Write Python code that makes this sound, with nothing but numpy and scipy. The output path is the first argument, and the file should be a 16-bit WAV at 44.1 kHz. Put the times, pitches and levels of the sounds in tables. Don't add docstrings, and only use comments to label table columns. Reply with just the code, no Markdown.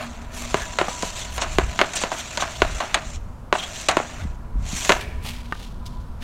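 import sys
import numpy as np
from scipy import signal
from scipy.fft import rfft, irfft, next_fast_len
from scipy.io import wavfile
from scipy.ndimage import uniform_filter1d, map_coordinates

SR = 44100
rng = np.random.default_rng(int(sys.argv[2]) if len(sys.argv) > 2 else 0)


def store_wav(level_fs):
    pcm = np.round(np.clip(np.atleast_2d(level_fs), -1, 1) * 32767)
    wavfile.write(sys.argv[1], SR, pcm.T.astype(np.int16))


N = 274919
TIME = np.arange(N) / SR


def from_db(db):
    return 10 ** (np.asarray(db) / 20)


def rms_one(x):
    return x / np.sqrt(np.mean(x ** 2) + 1e-20)


def gain_curves(rows):
    times, *columns = np.transpose(rows)
    return [from_db(np.interp(TIME, times, db)) for db in columns]


def add(out, start_s, sound):
    i = int(start_s * SR)
    out[i:i + len(sound)] += sound[:N - i]


def colour(x, spectrum):
    hz, db = np.transpose(spectrum)
    size = next_fast_len(N)
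    bins_hz = np.maximum(np.fft.rfftfreq(size, 1 / SR), 1)
    gains = from_db(np.interp(np.log(bins_hz), np.log(hz), db))
    return rms_one(irfft(rfft(x, size) * gains, size)[:N])


def resonate(x, hz, width_hz):
    r = np.exp(-np.pi * width_hz / SR)
    poles = [1, -2 * r * np.cos(2 * np.pi * hz / SR), r * r]
    return signal.lfilter(np.array([1, 0, -1]) * (1 - r * r) / 2, poles, x)


def drift(per_s):
    knots = np.arange(0, TIME[-1] + 1, 1 / per_s)
    return np.interp(TIME, knots, rng.standard_normal(N)[:len(knots)])


def grit(per_s, spread_db, clump_db):
    sizes = from_db(spread_db * np.minimum(rng.exponential(1, N), 4)) * rng.standard_normal(N)
    clicks = sizes * (rng.random(N) < per_s / SR)
    return rms_one(clicks * from_db(clump_db * drift(per_s=140)))


def patchy(x, depth_db, patch_s, patch_hz):
    hz, times, frames = signal.stft(x, SR, nperseg=512)
    grid = np.meshgrid(hz / patch_hz, times / patch_s, indexing="ij")
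    favour = map_coordinates(rng.standard_normal(frames.shape), grid, order=1, mode="mirror")
    return signal.istft(frames * from_db(depth_db * favour), SR)[1][:N]


# (frequency [Hz], relative level [dB])
PAD_RUMBLE = [(200, -8), (350, -3), (490, -12.5), (630, 8.5), (830, -1.5), (1000, -2), (1400, 0),
              (2100, -6), (2800, -8.5), (5000, -91)]
RASP = [(1400, -9.5), (2300, 0), (3300, 3), (4400, 1.5), (5100, -8.5), (6500, -37)]
HISS = [(4300, -33), (5200, -4.5), (5900, 5), (6600, 3.5), (7300, 4.5), (8100, -3.5), (8700, -6),
        (9700, -27.5), (10500, -42), (16000, -58)]
SIZZLE = [(7000, -38), (9500, 9.5), (10400, -0.5), (11500, 4), (13500, -2.5), (16000, -9)]
# (time [s], level [dB], brightness [dB])
GLIDE = [(0, -37.5, -10.5), (.1, -48, -1), (.3, -54, -5.5), (.4, -39.5, -2), (.72, -42.5, 0),
         (1.0, -42.5, 2.5), (1.3, -44, -2), (2.1, -41, 0), (2.8, -40, -1.5), (2.92, -43, -4),
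         (3.16, -48, 4.5), (3.19, -63, 1), (3.4, -77, 6), (3.52, -86, 4), (3.54, -39, -1),
         (4.0, -44.5, 3.5), (4.22, -45.5, -4), (4.36, -66.5, 1), (4.59, -84, -11), (4.68, -40.5, 0.5),
         (4.9, -44, 9), (5.1, -64, -9)]
# (rumble [dB], rasp [dB], hiss [dB], sizzle [dB])
GLIDE_MIX_DB = (2, -2, -1.5, -19.5)
GLIDE_BRIGHTENS = (-0.8, 0.13, 1, -0.24)
# (time [s], rise [s], fade [s], level [dB], edge sizzle [dB])
SWEEPS = [(.39, 0.037, 0.038, -40, -7), (.6, 0.083, 0.048, -40, -16), (.92, .05, 0.037, -38.5, -17),
          (1.07, 0.05, 0.029, -35.5, -16), (1.2, 0.044, 0.044, -36.5, -17), (1.37, 0.036, 0.01, -41, -5.5),
          (1.419, 0.01, 0.013, -30, -33), (1.54, 0.034, 0.069, -44.5, -14),
          (1.965, 0.0067, 0.025, -28, -24), (2.026, 0.0098, 0.01, -31, -26), (2.2, .035, 0.015, -38, -15),
          (2.41, 0.0067, 0.011, -29.5, -21), (2.78, 0.014, 0.057, -47, -27),
          (3.595, 0.0095, 0.014, -38, -24), (3.635, .008, 0.0082, -37.5, -25),
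          (3.791, 0.049, 0.048, -39.5, -16), (4.79, 0.076, .06, -35, -12.5), (4.87, 0.054, 0.069, -35, -11)]
# (rumble [dB], rasp [dB], hiss [dB])
SWEEP_MIX_DB = (-11, -1.5, 0)
def sliding(rumble_follows, rumble_pivot_db, puck_gone_s):
    catches = grit(per_s=12000, spread_db=2.6, clump_db=1.6)
    catches = patchy(catches, depth_db=3, patch_s=0.016, patch_hz=300)
    glide, brightness = gain_curves(GLIDE)
    pivot = from_db(rumble_pivot_db)
    rumble = pivot * (glide / pivot) ** rumble_follows
    mix = from_db(GLIDE_MIX_DB)[:, None] * brightness ** np.array(GLIDE_BRIGHTENS)[:, None]
    power = (mix * [rumble, glide, glide, glide]) ** 2
    for s, rise, fade, db, sizzle_db in SWEEPS:
        from_peak = np.maximum((s - TIME) / rise, (TIME - s) / fade).clip(0, 10)
        swell = from_db(db) * np.exp(-from_peak ** 2 / 2)
        power += np.outer(from_db([*SWEEP_MIX_DB, sizzle_db]), swell) ** 2
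    voices = [colour(catches, spectrum) for spectrum in (PAD_RUMBLE, RASP, HISS, SIZZLE)]
    on_pad = np.clip((puck_gone_s - TIME) * 10, 0, 1)
    return on_pad * np.sum(np.sqrt(power) * voices, axis=0)


# (time [s], level [dB])
WIND = [(0, -56), (.15, -40.5), (.5, -35), (.8, -43), (.9, -43.5), (1.25, -36.5), (1.65, -26.5),
        (1.9, -46.5), (2.55, -45), (2.62, -26.5), (2.75, -28.5), (2.86, -49), (3.12, -30), (3.6, -47),
        (4.08, -47), (4.24, -25.5), (4.4, -38.5), (4.6, -23), (4.8, -36.5), (5.15, -30), (5.6, -39),
        (5.97, -29), (6.23, -37.5)]
# (frequency [Hz], relative level [dB])
GUST = [(10, -14), (25, -4.5), (42, -3), (65, -5.5), (100, -15), (200, -28), (500, -110)]
FLUTTER = [(40, 2), (85, -0.5), (130, -5.5), (200, -8), (350, -23.5), (900, -92)]
def wind(rumble_db, flutter_db, flutter_follows):
    gust, = gain_curves(WIND)
    rumble = from_db(rumble_db) * gust * colour(rng.standard_normal(N), GUST)
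    flutter_gain = from_db(flutter_db) * (gust / np.median(gust)) ** flutter_follows
    return rumble + flutter_gain * colour(rng.standard_normal(N), FLUTTER)


# (time [s], drone level [dB], tyre whine level [dB])
TRAFFIC = [(0, -39.5, -51.5), (.45, -43.5, -50), (.7, -52.5, -43), (3.3, -55, -62.5), (5.2, -47.5, -54),
           (5.6, -47, -57), (5.95, -51, -48), (6.23, -53, -65)]
def traffic(drone_hz, drone_width_hz, whine_hz, whine_width_hz):
    out = np.zeros(N)
    bands = [(drone_hz, drone_width_hz), (whine_hz, whine_width_hz)]
    for gain, (hz, width_hz) in zip(gain_curves(TRAFFIC), bands):
        band = resonate(rng.standard_normal(N), hz, width_hz)
        out += gain * rms_one(resonate(band, hz, width_hz))
    return out


# (frequency [Hz], relative level [dB])
OUTDOORS = [(30, 1), (150, 3.5), (240, 4.5), (320, -1.5), (450, -1), (700, -2), (1000, -2), (1400, -6),
            (2000, -18), (4000, -24.5), (9000, -29), (16000, -35)]
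def outdoor_air(level_db):
    return from_db(level_db) * colour(rng.standard_normal(N), OUTDOORS)


# (delay [s], level [dB])
WALLS = [(.03, -17.5), (.078, -27), (0.1, -32.5), (.126, -30.5), (0.158, -48)]
def yard_echoes(x, trees_db, trees_t60, dull_hz):
    t = np.arange(SR) / SR
    scatter = rng.standard_normal(SR) * from_db(-60 * t / trees_t60) * np.minimum(t / 0.0096, 1)
    echoes = from_db(trees_db) * scatter / np.sqrt(np.sum(scatter ** 2))
    for delay_s, db in WALLS:
        echoes[int(delay_s * SR)] += from_db(db)
    dulling = signal.butter(1, [400, dull_hz], "band", fs=SR, output="sos")
    return signal.fftconvolve(x, signal.sosfilt(dulling, echoes))[:N]


# (frequency [Hz], relative level [dB], t60 [s])
KNOCK_RESONANCES = [(167, -1, 0.016), (404, -4.5, 0.023), (625.5, 4, 0.018), (1015, 4.5, 0.013),
                    (1460, -5.5, 0.025), (1730, -12, 0.011), (2135, -3, 0.011), (2820, 2, 0.0054),
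                    (3700, -13, 0.0054), (6540, 6, 0.004), (7340, -34, 0.018), (11500, -38, .003)]
def knock_ring(force, pitch):
    out = 0
    for hz, db, t60 in KNOCK_RESONANCES:
        r = from_db(-60 / (t60 * SR))
        cosine = np.cos(2 * np.pi * hz * (pitch if hz < 3500 else 1) / SR)
        out += from_db(db) * signal.lfilter([1, -r * cosine], [1, -2 * r * cosine, r * r], force)
    return out


BAND_EDGES_HZ = [130, 290, 550, 1200, 2400, 5000, 9500, 15000]
# (offset [dB], weight slope [dB/dB], pad slope [dB/dB], edge slope [dB/dB])
BLOW_COLOUR = [(-6.5, 0.86, 0.62, -0.094), (-2, 0.72, 0.12, -0.46), (1.5, 0.11, 0.98, -0.19),
               (0, 0, -.2, -0.26), (-1.5, 0.03, -0.39, 0.47), (-11, 0.036, -0.39, 1),
               (-30.5, 1, 0.43, 0.37)]
def blow(pitch, rebound_s, strength_db, weight_db, pad_db, edge_db,
         rebound=0.43, rattle=0.026, rattle_t60=0.05, contact_s=0.014, firm_db=-21.5):
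    t = np.arange(SR // 10) / SR
    glancing_db = np.clip(edge_db - weight_db - 0.91 * max(strength_db - firm_db, 0), 0, 25)
    chatter = from_db(0.57 * glancing_db - 60 * t / rattle_t60)
    force = rattle * chatter * rng.standard_normal(len(t))
    force[0] += 1
    force[int(rebound_s * SR)] += rebound
    ring = knock_ring(force, pitch)
    levels_db = strength_db + np.array(BLOW_COLOUR) @ [1, weight_db, pad_db, edge_db]
    out = 0
    for low_hz, high_hz, db in zip(BAND_EDGES_HZ, BAND_EDGES_HZ[1:], levels_db):
        band = signal.sosfilt(signal.butter(2, [low_hz, high_hz], "band", fs=SR, output="sos"), ring)
        contact_rms = np.sqrt(np.sum(band ** 2) / (contact_s * SR))
        out = from_db(db) * band / contact_rms - out
    return out


# (frequency [Hz], relative level [dB])
PAD_RING = [(200, -17), (340, -11), (490, -14), (650, -1.5), (830, -5), (1020, -7), (1500, -9),
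            (2800, -16.5), (4300, -18.5), (5100, -29), (7200, -30.5), (10000, -39), (16000, -52)]
# (time [s], pitch [ratio], rebound [s], strength [dB], weight [dB], pad [dB], edge [dB])
BLOWS = [(0.5435, 0.99, 0.0025, -26.5, 6, 2.5, -3), (0.7871, 0.95, 0.0025, -25.5, -14, 1, -2),
         (0.8137, .93, 0.0027, -28.5, 4.5, 0.5, -8), (.883, 1.18, .0035, -39, 4, 11.5, 4),
         (1.0247, 0.54, 0.0031, -38.5, 2.5, 1, 16), (1.031, 1, 0.004, -42.5, 12, 11.5, -4),
         (1.3798, 0.93, 0.0048, -36, -8, 5.5, 11), (1.42, 0.94, 0.0034, -30.5, -9, 3, 8),
         (1.5851, 0.98, 0.0025, -24, 9.5, -1, -3.5), (1.7911, 0.95, 0.0039, -24.5, -16, -7, -7),
         (1.8143, 0.98, 0.0032, -20.5, -0.5, -12, -10.5), (1.935, 0.5, 0.0022, -42, -20, 4, 20),
         (2.0162, .79, .0047, -37.5, -7, 8, 9), (2.037, 0.935, 0.0041, -30, 5.5, 0.5, 1),
         (2.1176, 0.96, 0.0033, -36.5, -9, 13.5, 11), (2.374, 1.44, 0.004, -30.5, -6, 0.5, 7),
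         (2.4232, 1.05, 0.0026, -30.5, -16, 7, 2), (2.6196, 0.98, 0.0026, -21, 2.5, -6, -10),
         (2.8033, 1.04, .0039, -32.5, -24, 5.5, 4), (2.9435, 1.1, 0.0044, -23, -23, -15, -1.5),
         (3.5269, .96, 0.0026, -22, -5.5, 1.5, -8.5), (3.8861, 0.86, .0052, -24, -22, -1, 10.5),
         (3.913, 1.03, 0.0027, -37, -10, 5, 12), (3.9695, 0.88, .0028, -25.5, 4, 5, -1),
         (4.001, 0.75, 0.0029, -39, -3, 9.5, -13), (4.8488, 0.55, 0.002, -39.5, -17, -4, 18),
         (4.8937, 0.99, .0053, -21.5, 2, 2.5, 3), (4.8965, 0.88, .003, -22, -5, -6, -4),
         (4.9039, 0.94, 0.0021, -26, -0.5, -9, -23), (4.9209, 0.91, 0.0039, -24, -1, -15, -3)]
def stick_knocks(shiver_db, shiver_rise_s, shiver_t60, settle_db, settle_rise_s, settle_t60):
    knocks, shiver_power, settle_power = np.zeros((3, N))
    t = np.arange(SR // 2) / SR
    shiver = from_db(shiver_db - 60 * t / shiver_t60) * (1 - np.exp(-t / shiver_rise_s))
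    settle = from_db(settle_db - 60 * t / settle_t60) * (1 - np.exp(-t / settle_rise_s))
    for s, pitch, rebound_s, strength_db, weight_db, pad_db, edge_db in BLOWS:
        add(knocks, s, blow(pitch, rebound_s, strength_db, weight_db, pad_db, edge_db))
        shaken = from_db(strength_db + 0.28 * pad_db + 0.14 * edge_db - 0.22 * weight_db)
        add(shiver_power, s, (shaken * shiver) ** 2)
        add(settle_power, s, (shaken * settle) ** 2)
    chatter = grit(per_s=7000, spread_db=2.2, clump_db=2.4)
    pad = np.sqrt(shiver_power) * colour(chatter, PAD_RING)
    puck = np.sqrt(settle_power) * colour(chatter, PAD_RUMBLE)
    return knocks + pad + puck


# (time [s], length [s], level [dB], frequency [Hz], glide [octaves/s])
SQUEAKS = [(0.628, 0.043, -30, 1696, -0.5), (1.198, 0.029, -50, 4130, -1), (1.962, 0.014, -23, 8100, -3),
           (2.019, 0.023, -31, 7900, -1), (2.206, 0.028, -32, 3420, -0.5), (2.946, 0.0038, -16, 7700, 11.5),
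           (3.599, 0.031, -28.5, 3200, -2.5), (3.638, 0.025, -26, 3170, 7)]
def squeaks(waver):
    out, t = np.zeros(N), np.arange(-SR // 10, SR // 10) / SR
    for s, length, db, hz, glide in SQUEAKS:
        jitter, flicker = rms_one(uniform_filter1d(rng.standard_normal((2, len(t))), size=30, axis=1))
        slip_hz = hz * 2 ** (glide * t) * (1 + waver * jitter)
        swell = from_db(db) * np.exp(-(2 * t / length) ** 2) * (1 + flicker / 2)
        add(out, s + t[0], swell * np.sin(2 * np.pi * np.cumsum(slip_hz) / SR))
    return out


# (time [s], level [dB], frequency [Hz])
STEPS = [(4.225, -26.5, 126), (4.251, -22.5, 192), (4.554, -26.5, 225), (4.589, -38, 129),
         (4.731, -21, 189), (5.246, -29.5, 148)]
def footfalls(fade_s):
    out, t = np.zeros(N), np.arange(SR // 10) / SR
    thump = t / fade_s * np.exp(1 - t / fade_s)
    for s, db, hz in STEPS:
        add(out, s, from_db(db) * thump * np.sin(2 * np.pi * hz * t))
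    return out


# (time [s], rise [s], fade [s], level [dB], centre [Hz])
RUSTLES = [(5.02, 0.09, 0.02, -38.5, 2650), (5.246, 0.0084, 0.086, -34.5, 2400),
           (5.237, 0.0028, 0.029, -44, 7900), (5.252, .004, 0.018, -34.5, 900),
           (5.295, 0.034, 0.044, -43, 3540), (5.63, 0.11, 0.066, -45, 3260),
           (5.865, 0.004, 0.0065, -35, 3940), (5.935, 0.084, 0.21, -57.5, 3500),
           (6.226, 0.01, .03, -38, 2400)]
def rustles(width_share):
    out, grains = np.zeros(N), grit(per_s=6000, spread_db=2, clump_db=2.5)
    for s, rise, fade, db, hz in RUSTLES:
        swell = np.exp(-np.maximum((s - TIME) / rise, (TIME - s) / fade).clip(0, 20))
        out += from_db(db) * swell * rms_one(resonate(grains, hz, hz * width_share))
    return out


# (frequency [Hz], level [dB], t60 [s])
FRAME_MODES = [(420, -39.5, 1), (570, -45, 1), (1780, -41.5, 1), (2270, -41, 1), (3300, -67, 0.45)]
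def goal_frame(start_s, rise_s):
    t, white = np.maximum(TIME - start_s, 0), rng.standard_normal(N)
    rings = sum(from_db(db - 60 * t / t60) * rms_one(resonate(white, hz, hz / 11))
                for hz, db, t60 in FRAME_MODES)
    return rings * (1 - np.exp(-t / rise_s))


# (frequency [Hz], relative level [dB], t60 [s])
BASE_MODES = [(380, -11, 0.035), (910, -7, 0.026), (1223, 1, 0.039), (1525, 6, 0.016), (1810, -3, 0.04),
              (2040, -15, 0.025), (2750, -13, 0.036)]
def puck_drop(start_s, level_db):
    out, t = np.zeros(N), np.arange(SR // 5) / SR
    for hz, db, t60 in BASE_MODES:
        add(out, start_s, from_db(level_db + db - 60 * t / t60) * np.sin(2 * np.pi * hz * t))
    return out


def scene():
    play = stick_knocks(shiver_db=1.5, shiver_rise_s=0.0013, shiver_t60=0.17,
                        settle_db=-2.5, settle_rise_s=0.017, settle_t60=0.27)
    play += sliding(rumble_follows=0.6, rumble_pivot_db=-52.5, puck_gone_s=5.2)
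    play += squeaks(waver=0.07) + puck_drop(start_s=5.5243, level_db=-20.5)
    echoes = yard_echoes(play, trees_db=-22, trees_t60=0.49, dull_hz=3500)
    goal = goal_frame(start_s=4.98, rise_s=0.015)
    shoes_and_net = footfalls(fade_s=0.0024) + rustles(width_share=0.56)
    ambience = wind(rumble_db=0.5, flutter_db=-40, flutter_follows=0.22)
    ambience += traffic(drone_hz=235.6, drone_width_hz=15, whine_hz=984, whine_width_hz=49)
    ambience += outdoor_air(level_db=-46.5)
    return (play + echoes + goal + shoes_and_net + ambience)[None]


def record(dry):
    rounded = dry / (1 + dry ** 6) ** (1 / 6)
    return signal.sosfilt(signal.cheby2(16, 60, 16500, fs=SR, output="sos"), rounded)


dry = scene()
out = record(dry)
store_wav(out)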